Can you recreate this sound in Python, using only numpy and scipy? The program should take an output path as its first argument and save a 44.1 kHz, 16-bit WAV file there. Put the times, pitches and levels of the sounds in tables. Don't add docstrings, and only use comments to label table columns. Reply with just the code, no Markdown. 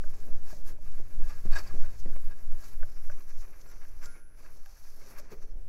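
import sys
import numpy as np
from scipy import signal
from scipy.fft import rfft, irfft
from scipy.io import wavfile
from scipy.ndimage import uniform_filter1d

SR = 44100
rng = np.random.default_rng(int(sys.argv[2]) if len(sys.argv) > 2 else 0)


def generate_wav(signal):
    frames = np.transpose(np.atleast_2d(signal))
    scaled = np.clip(frames, -1, 1) * 32767
    pcm = np.round(scaled).astype(np.int16)
    wavfile.write(sys.argv[1], SR, pcm)


N = 250532
TIME = np.arange(N) / SR

# start_s, hiss_db, fine_sheen_db, board_grating_db, desk_drag_db
LIGHT_RUBBING = [(0, -64.5, -63.5, -63.5, -63.5), (.6, -66.5, -67, -66.5, -59),
                 (.9, -66, -64.5, -65, -63.5), (1.9, -64.5, -66, -64.5, -61),
                 (2.4, -67.5, -62.5, -63.5, -65), (3.4, -74, -66.5, -66.5, -65.5),
                 (4.2, -69, -65.5, -63.5, -68.5), (4.45, -70.5, -67.5, -70, -62.5),
                 (4.8, -64, -63, -68, -79), (5.12, -63, -60.5, -59.5, -57.5),
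                 (5.24, -70.5, -77, -65, -63.5), (5.46, -75, -73.5, -75, -64), (5.68, -81.5, -77, -83, -66)]
# peak_s, half_length_s, hiss_db, sheen_relative_to_hiss_db, board_grating_db
FIRM_STROKES = [(0.206, 0.031, -61, -15, -68), (0.506, 0.049, -50, -5, -54.5),
                (0.689, 0.027, -55, 1.5, -55.5), (1.304, 0.041, -58.5, -3.5, -48.5),
                (1.531, 0.024, -61, -7, -47), (1.556, 0.025, -52, -7, -40), (1.567, 0.024, -52, -7, -34.5),
                (1.595, 0.025, -53, -2, -42), (1.63, 0.018, -65, 0, -61), (1.676, 0.042, -63, 1, -53.5),
                (1.82, 0.04, -64, -10, -58.5), (2.004, 0.036, -59.5, -2, -77), (2.18, 0.012, -78, 2, -60),
                (2.322, 0.028, -73, -5, -59.5), (2.648, 0.052, -56.5, -3, -56.5),
                (2.824, 0.048, -77, 12, -69), (3.074, 0.035, -67, 6.5, -85), (3.123, 0.019, -65, -2, -63),
                (3.213, 0.022, -78, 3, -58), (3.313, 0.039, -61, -3, -59.5), (3.401, 0.054, -62, -5, -61.5),
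                (3.454, 0.025, -76, -5, -61.5), (3.542, 0.027, -83, 8, -64), (3.616, 0.014, -62, -19, -63),
                (3.723, 0.041, -63.5, -22, -60), (4.045, 0.033, -57.5, -1, -54),
                (4.118, 0.044, -69, -4, -62.5), (4.446, 0.068, -67, -5, -62), (5.189, 0.018, -60, 5, -47),
                (5.327, 0.025, -64, 1, -55), (5.427, 0.02, -65.5, -3, -60.5)]
# middle_s, half_length_s, depth_db
EASINGS = [(0.635, 0.014, -10), (0.785, 0.031, -11), (1.994, 0.032, -14), (2.5, 0.019, -6),
           (3.077, 0.015, -27), (4.27, 0.079, -13)]
# pitch_hz, width_hz (of each of two passes), level_db
FIBRE_BANDS = [(6330, 4800, -1.5), (11570, 4640, -3.5), (15500, 69000, -5.5)]
# pitch_hz, width_hz (of each of two passes), level_db (before the lean)
TUBE_MODES = [(4450, 500, -16), (5300, 900, -8), (5950, 900, -2), (7000, 600, -11)]
# pitch_hz, width_hz, relative_level_db
BOARD_MODES = [(365, 35, -15), (600, 30, -11), (657, 45, -7), (790, 30, -16), (901, 30, -8), (1130, 60, -8),
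               (1255, 40, -6), (1530, 60, -10), (1644, 40, 3), (2015, 50, -13), (2375, 35, -11),
               (2470, 30, -9), (2590, 20, -2), (3753, 50, -11), (4520, 140, -10), (5420, 260, -18),
               (7690, 110, -18)]
# pitch_hz, width_hz, relative_level_db
BOARD_BLUR = [(1130, 820, -5.5), (2396, 670, -6)]
# pitch_hz, width_hz, relative_level_db
DESK_MODES = [(185, 172, 0), (417, 192, -1), (576, 364, -6.5)]
# start_s, peak_db, dullness_0_to_1, plate_pitch_hz, added_seat_level_db
HARD_TICKS = [(0.039, -40, 0.45, 1540, -1), (0.7846, -54, 1, 940, 8), (1.2202, -48, 0.5, 1060, 3),
              (1.664, -45, 0.6, 1070, -6), (1.708, -44, 0.6, 1170, -7), (1.819, -48, 0, 1550, -2),
              (1.841, -43, 0.6, 1500, -5), (2.059, -45, 0, 1940, 4), (2.1167, -59, 0.4, 1240, -4),
              (2.132, -48, 0.3, 1520, 2), (2.1617, -45, 0.26, 2190, -6), (2.1623, -45.5, 0.37, 1110, 0),
              (2.5203, -48, 0.5, 1520, 6), (2.83, -34, 0.32, 1523, 1), (3.0984, -35, 0.34, 1516, 2),
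              (3.205, -49, 0.1, 1100, -6), (3.4492, -51, 0, 1230, -4), (3.8513, -46, 0.1, 1600, 0),
              (4.4479, -48.5, 0.43, 1630, 1), (4.66, -44, 0.02, 1590, -3), (5.0155, -52, 0.2, 2200, -12),
              (5.1843, -54, 0.3, 1640, -2), (5.196, -48.5, .8, 1130, 12), (5.4193, -56, 0, 1280, 17)]
# pitch_hz, width_hz, relative_level_db
PLATE_MODES = [(364, 43, -16), (587, 28.5, 3), (1536, 68, 12), (2840, 570, 1.5)]
# start_s, peak_db (of the whole knock), pitch_hz, width_hz, undertone_db, board_buzz_db
KNOCKS_AND_RING = [(0.281, -44.5, 191, 14, 10, -12), (0.528, -42, 303, 160, 18, 1),
                   (0.999, -44, 382, 45, -17, -10), (1.200, -40.5, 328, 86, -6.5, -22),
                   (1.454, -34, 337, 68, 3, -18), (1.741, -40, 314, 81, -1.5, -13),
                   (2.060, -36.5, 328, 54, 4.5, -21), (2.162, -41, 572, 58, -9, -17),
                   (4.66, -59.5, 786, 8, -20, -20), (5.319, -42, 436, 35, -15, -6),
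                   (5.328, -46, 390, 18, -16, -21), (5.441, -50.5, 405, 40, -23, -24)]
# ratio_to_knock_pitch, width_hz, relative_level_db
KNOCK_OVERTONES = [(1.55, 41.3, -20.5), (2.35, 45, -31)]
# start_s, peak_db, high_band_relative_to_low_band_db
CREASE_SNAPS = [(1.293, -47, -1), (1.455, -46.5, -7), (1.519, -42, -5), (1.560, -36, -13),
                (1.587, -36.5, -7), (1.821, -54, 0), (2.158, -48, 10), (3.206, -54, -5), (3.221, -52, -6),
                (3.699, -49, 2), (3.712, -47, 2), (4.057, -37, -12), (4.659, -47, 0), (5.185, -41, -3),
                (5.197, -42.5, -13), (5.317, -46, -13)]
# start_s, peak_db, pitch_hz, width_hz, length_s
NOISE_SWELLS = [(1.668, -50, 4660, 150, 0.0058), (1.67, -48.5, 4800, 120, 0.0083),
                (3.667, -57.5, 7630, 151, 0.038), (4.015, -49, 7550, 150, 0.056),
                (4.021, -55, 2230, 200, 0.022), (4.066, -56, 2180, 300, 0.058),
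                (4.132, -52.5, 2230, 259, 0.055), (4.018, -51.5, 1560, 70, 0.054),
                (5.31, -52, 14700, 2000, 0.05), (5.346, -52, 440, 110, 0.037), (5.5, -62, 5500, 403, 0.03)]
# start_s, then level_db of each of its modes before they fade
LEVER_BRUSHES = [(3.68, -67, -77, -90, -90, -90), (4.022, -80, -62, -90, -90, -90),
                 (4.06, -57, -80, -68, -64, -72)]
# pitch_hz, time_to_fade_60_db_s, twin_offset_hz, twin_size_ratio
LEVER_MODES = [(1411, .8, 5, .8), (1540, 1.5, -9, 2), (1630, .8, 7, .6), (10296, 1.9, 7, -.6),
               (11060, 2.2, 6, 1.5)]
# middle_s, peak_db, half_length_s
STAND_PUSHES = [(0.085, -13.5, 0.037), (0.339, -11.5, 0.046), (0.632, -16, 0.051), (0.993, -17, 0.033),
                (1.22, -11, 0.032), (1.508, -8, 0.027), (1.812, -8, 0.037), (2.105, -11, 0.036),
                (2.269, -13, 0.029), (2.518, -11, 0.033), (2.822, -13, 0.034), (3.081, -14, 0.04),
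                (3.363, -18.5, 0.039), (4.031, -23.5, 0.038), (5.394, -31, 0.024)]
# start_s, rumble_db (before the pushes boost it), idle_sway_db
STAND_LEVELS = [(0, -53, -29), (1.5, -41.5, -26.5), (2.1, -49, -30), (3.3, -51, -28.5), (3.6, -48, -34.5),
                (4.7, -50.5, -36.5), (5.3, -47.5, -35), (5.68, -39, -29.5)]
# pitch_hz, relative_level_db (per Hz)
RUMBLE_COLOUR = [(15, -1), (25, 5), (40, -16), (57, -10), (75, -21.5), (130, -31), (200, -65.5)]
# pitch_hz, relative_level_db (per Hz)
ROOM_COLOUR = [(59, -42), (100, 5), (173, -1.5), (371, -2), (604, -3.5), (1000, -18.5), (1500, -10),
               (2600, -18), (8150, -49), (10500, -16.5), (15700, -87)]
# start_s, level_db
UPPER_HUM = [(0, -60), (.6, -67), (.9, -56.5), (1.9, -55), (2.3, -66), (3.0, -64), (3.3, -82), (5.68, -73)]

STROKE_POINT, STROKE_FALL = 1.04, 0.87
LIFT_SHARE, LIFT_EDGE = 0.77, 2.2
STROKE_DRAG_DB, DRAG_GROWTH = -76.5, 0.36
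KNOCK_TAIL_DB, KNOCK_TAIL_S = -11, 0.029
FOLD_S, FOLD_HISS_DB, FOLD_CLEAR = 2.75, -2, 0.5
FOLD_BASS_DB = -2.5
SLACK_S, SLACK_DB_PER_OCTAVE = 4.3, 16
UNDERTONE_RATIO = 0.552
LOW_HUM_HZ, HIGH_HUM_HZ = 57.5, 102.3
LOW_HUM_DB, ROOM_DB = -64.5, -70
BOUNCE_S, BOUNCE = 0.00017, 0.37
TOP_HZ = 15750


def undb(db):
    return 10 ** (np.asarray(db) / 20)


def unit(x):
    return x / np.sqrt(np.mean(x ** 2))


def peak_one(x):
    return x / np.abs(x).max()


def curves(table):
    s, *columns = np.transpose(table)
    return [np.interp(TIME, s, column) for column in columns]


def ring(x, hz, width_hz):
    r, w = np.exp(-np.pi * width_hz / SR), 2 * np.pi * hz / SR
    return signal.lfilter([0, r * np.sin(w)], [1, -2 * r * np.cos(w), r * r], x)


def body(x, modes):
    total = 0
    for k, (hz, width_hz, db) in enumerate(modes):
        total = total + (-1) ** k * undb(db) * width_hz * ring(x, hz, width_hz)
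    return total


def band(x, mode):
    return unit(body(body(x, [mode]), [mode]))


def colour(x, points):
    hz, db = np.transpose(points)
    f = np.maximum(np.fft.rfftfreq(len(x), 1 / SR), 1)
    gain = undb(np.interp(np.log(f), np.log(hz), db, left=-90))
    return unit(irfft(rfft(x) * gain, len(x)))


def walk(rate_hz):
    k = int(SR / rate_hz)
    steps = np.repeat(rng.standard_normal(N // k + 1), k)
    return unit(uniform_filter1d(steps, k)[:N])


def grit(scatter_db):
    size_db = np.minimum(scatter_db * rng.exponential(size=N), 18)
    return unit(rng.standard_normal(N) * undb(size_db))


def add(out, s, sound):
    i = int(s * SR)
    out[i:i + len(sound)] += sound[:N - i]


def towel():
    hiss_db, sheen_db, grate_db, drag_db = effort()
    folded = TIME > FOLD_S
    patch_db = 1.03 * walk(25)
    air = fibre_air(hiss_db, sheen_db, folded)
    return undb(patch_db) * (air + board_grating(grate_db, folded) + desk_drag(drag_db, folded))


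def fibre_air(hiss_db, sheen_db, folded):
    hiss, sheen, edge = (undb(mode[2]) * band(grit(3.3), mode) for mode in FIBRE_BANDS)
    lean = SLACK_DB_PER_OCTAVE * (TIME > SLACK_S)
    tube = 0
    for mode in TUBE_MODES:
        octaves_down = np.log2(TUBE_MODES[1][0] / mode[0])
        level_db = mode[2] + lean * octaves_down + 2.5 * walk(7.2)
        tube = tube + undb(level_db) * band(grit(4.5), mode)
    broad = hiss * undb(2.0 * walk(21.99) + FOLD_HISS_DB * folded)
    air = undb(hiss_db) * (broad + folded * tube)
    air = air + (sheen + edge) * undb(sheen_db + 1.45 * walk(14))
    return air * undb(1.03 * walk(120))


def board_grating(grate_db, folded):
    slips = grit(5.4)
    modes = 0
    for k, mode in enumerate(BOARD_MODES):
        modes = modes + (-1) ** k * body(slips * undb(2.1 * walk(40)), [mode])
    clear = np.clip(0.28 + 0.018 * (grate_db + 67.0), 0.1, 0.7) * np.where(folded, FOLD_CLEAR, 1)
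    blur = unit(body(grit(4.5), BOARD_BLUR))
    mix = np.sqrt(clear) * unit(modes) + np.sqrt(1 - clear) * blur
    return mix * undb(grate_db + 2.5 * walk(70))


def desk_drag(drag_db, folded):
    rub = grit(2.67)
    bass = body(rub, DESK_MODES[:1])
    rest = -body(rub, DESK_MODES[1:])
    drag = (undb(FOLD_BASS_DB * folded) * bass + rest) / np.std(bass + rest)
    return drag * undb(drag_db + 2.77 * walk(15))


def effort():
    ease_db = sum(db * bump(s, half_s, point=LIFT_EDGE) for s, half_s, db in EASINGS)
    shares = np.array([[1], [1], [LIFT_SHARE], [LIFT_SHARE]])
    power = undb(np.array(curves(LIGHT_RUBBING)) + shares * ease_db) ** 2
    for s, half_s, hiss_db, sheen_db, grate_db in FIRM_STROKES:
        drag_db = STROKE_DRAG_DB + DRAG_GROWTH * (grate_db + 50.5)
        peaks = undb([[hiss_db], [hiss_db + sheen_db], [grate_db], [drag_db]])
        power = power + (peaks * bump(s, half_s, STROKE_FALL, STROKE_POINT)) ** 2
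    for s, db, *_ in KNOCKS_AND_RING:
        tail = np.exp(-np.abs(TIME - s) / KNOCK_TAIL_S) * (TIME > s)
        power[3] += (undb(db + KNOCK_TAIL_DB) * tail) ** 2
    return 10 * np.log10(power)


def bump(s, half_s, fall=1., point=1.5):
    u = (TIME - s) / max(half_s, .005)
    return np.exp(-np.abs(np.where(u > 0, u / fall, u)) ** point)


def ticks():
    out, t = np.zeros(N), np.arange(4096) / SR
    low, seat, plate, top = PLATE_MODES
    for s, db, dull, hz, seat_db in HARD_TICKS:
        push = np.exp(-.5 * ((t - .0006) / (.00004 + 0.00025 * dull)) ** 2)
        rattle = undb(-61) * rng.standard_normal(len(t)) * np.exp(-t / 0.018)
        ringing = body(push + rattle, BOARD_MODES)
        clack = body(push, [low, (*seat[:2], seat[2] + seat_db), (hz, *plate[1:]), top])
        sound = undb(-9.0) * peak_one(ringing) + peak_one(clack)
        add(out, s - .0006, undb(db) * peak_one(sound))
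    return out


def knocks_and_ring():
    out, t = np.zeros(N), np.arange(9000) / SR
    push = np.gradient(np.exp(-.5 * ((t - .001) / 0.00034) ** 2))
    buzz = peak_one(body(push, BOARD_MODES))
    for s, db, hz, width_hz, under_db, buzz_db in KNOCKS_AND_RING:
        thud = ring(push, hz, width_hz) + undb(under_db) * ring(push, UNDERTONE_RATIO * hz, 29)
        for ratio, over_width_hz, over_db in KNOCK_OVERTONES:
            thud = thud + undb(over_db) * ring(push, ratio * hz, over_width_hz)
        sound = peak_one(thud) + undb(buzz_db) * buzz
        add(out, s - .001, undb(db) * peak_one(sound))
    return out


def snaps():
    out, t = np.zeros(N), np.arange(800) / SR
    for s, db, bright_db in CREASE_SNAPS:
        burst = rng.standard_normal(len(t)) * (1 - np.exp(-t / 0.00065)) * np.exp(-t / 0.0049)
        low, high = (band(burst, mode) for mode in FIBRE_BANDS[:2])
        add(out, s, undb(db) * peak_one(low + undb(bright_db) * high))
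    return out


def noise_swells():
    out, t = np.zeros(N), TIME[:int(.15 * SR)]
    for s, db, hz, width_hz, length_s in NOISE_SWELLS:
        swell = rng.standard_normal(len(t)) * np.exp(-4 * ((t - length_s / 2) / length_s) ** 2)
        sound = ring(ring(swell, hz, width_hz), hz, 2 * width_hz)
        add(out, s, undb(db) * peak_one(sound))
    return out


def lever():
    out, t = np.zeros(N), TIME[:SR]
    for s, *levels_db in LEVER_BRUSHES:
        for (hz, t60_s, offset_hz, twin_size), db in zip(LEVER_MODES, levels_db):
            fade = (1 - np.exp(-t / 0.0012)) * undb(db - 60 * t / t60_s)
            twin = twin_size * undb(-150 * t / t60_s) * np.sin(2 * np.pi * (hz + offset_hz) * t)
            add(out, s, fade * (np.sin(2 * np.pi * hz * t) + twin))
    return out


def stand():
    rumble_db, sway_db = curves(STAND_LEVELS)
    shove, strain = 0, 0
    for s, db, half_s in STAND_PUSHES:
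        u = (TIME - s) / half_s
        shove = shove + undb(db) * (1 - u ** 2) * np.exp(-u ** 2 / 2)
        strain = strain + undb(db) * np.exp(-(u + 0.5) ** 2 / 8.5)
    sway = unit(ring(ring(rng.standard_normal(N), 9.0, 8.6), 7.27, 8.2))
    rumble = colour(rng.standard_normal(N), RUMBLE_COLOUR) * undb(rumble_db + 1.5 * walk(3.1))
    return shove + undb(sway_db) * sway + rumble * (1 + 8.8 * strain)


def room():
    low_hz = LOW_HUM_HZ + 0.73 * walk(3.0)
    high_hz = HIGH_HUM_HZ + 0.57 * walk(3.01)
    low = undb(LOW_HUM_DB + 1.0 * walk(3.3)) * np.sin(2 * np.pi * np.cumsum(low_hz) / SR)
    high_db = curves(UPPER_HUM)[0] + 2.4 * walk(5.91)
    high = undb(high_db) * np.sin(2 * np.pi * np.cumsum(high_hz) / SR)
    noise = undb(ROOM_DB + 1.5 * walk(4)) * colour(rng.standard_normal(N), ROOM_COLOUR)
    return noise + np.sqrt(2) * (low + high)


def scene():
    near = towel() + ticks() + knocks_and_ring() + snaps() + noise_swells()
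    bounce = np.interp(TIME - BOUNCE_S, TIME, near)
    close = (near + BOUNCE * bounce) / (1 + BOUNCE)
    return (close + lever() + stand() + room())[None]


def record(dry):
    low_pass = signal.ellip(10, .2, 60, TOP_HZ, fs=SR, output="sos")
    return signal.sosfilt(low_pass, dry)


dry = scene()
out = record(dry)
generate_wav(out)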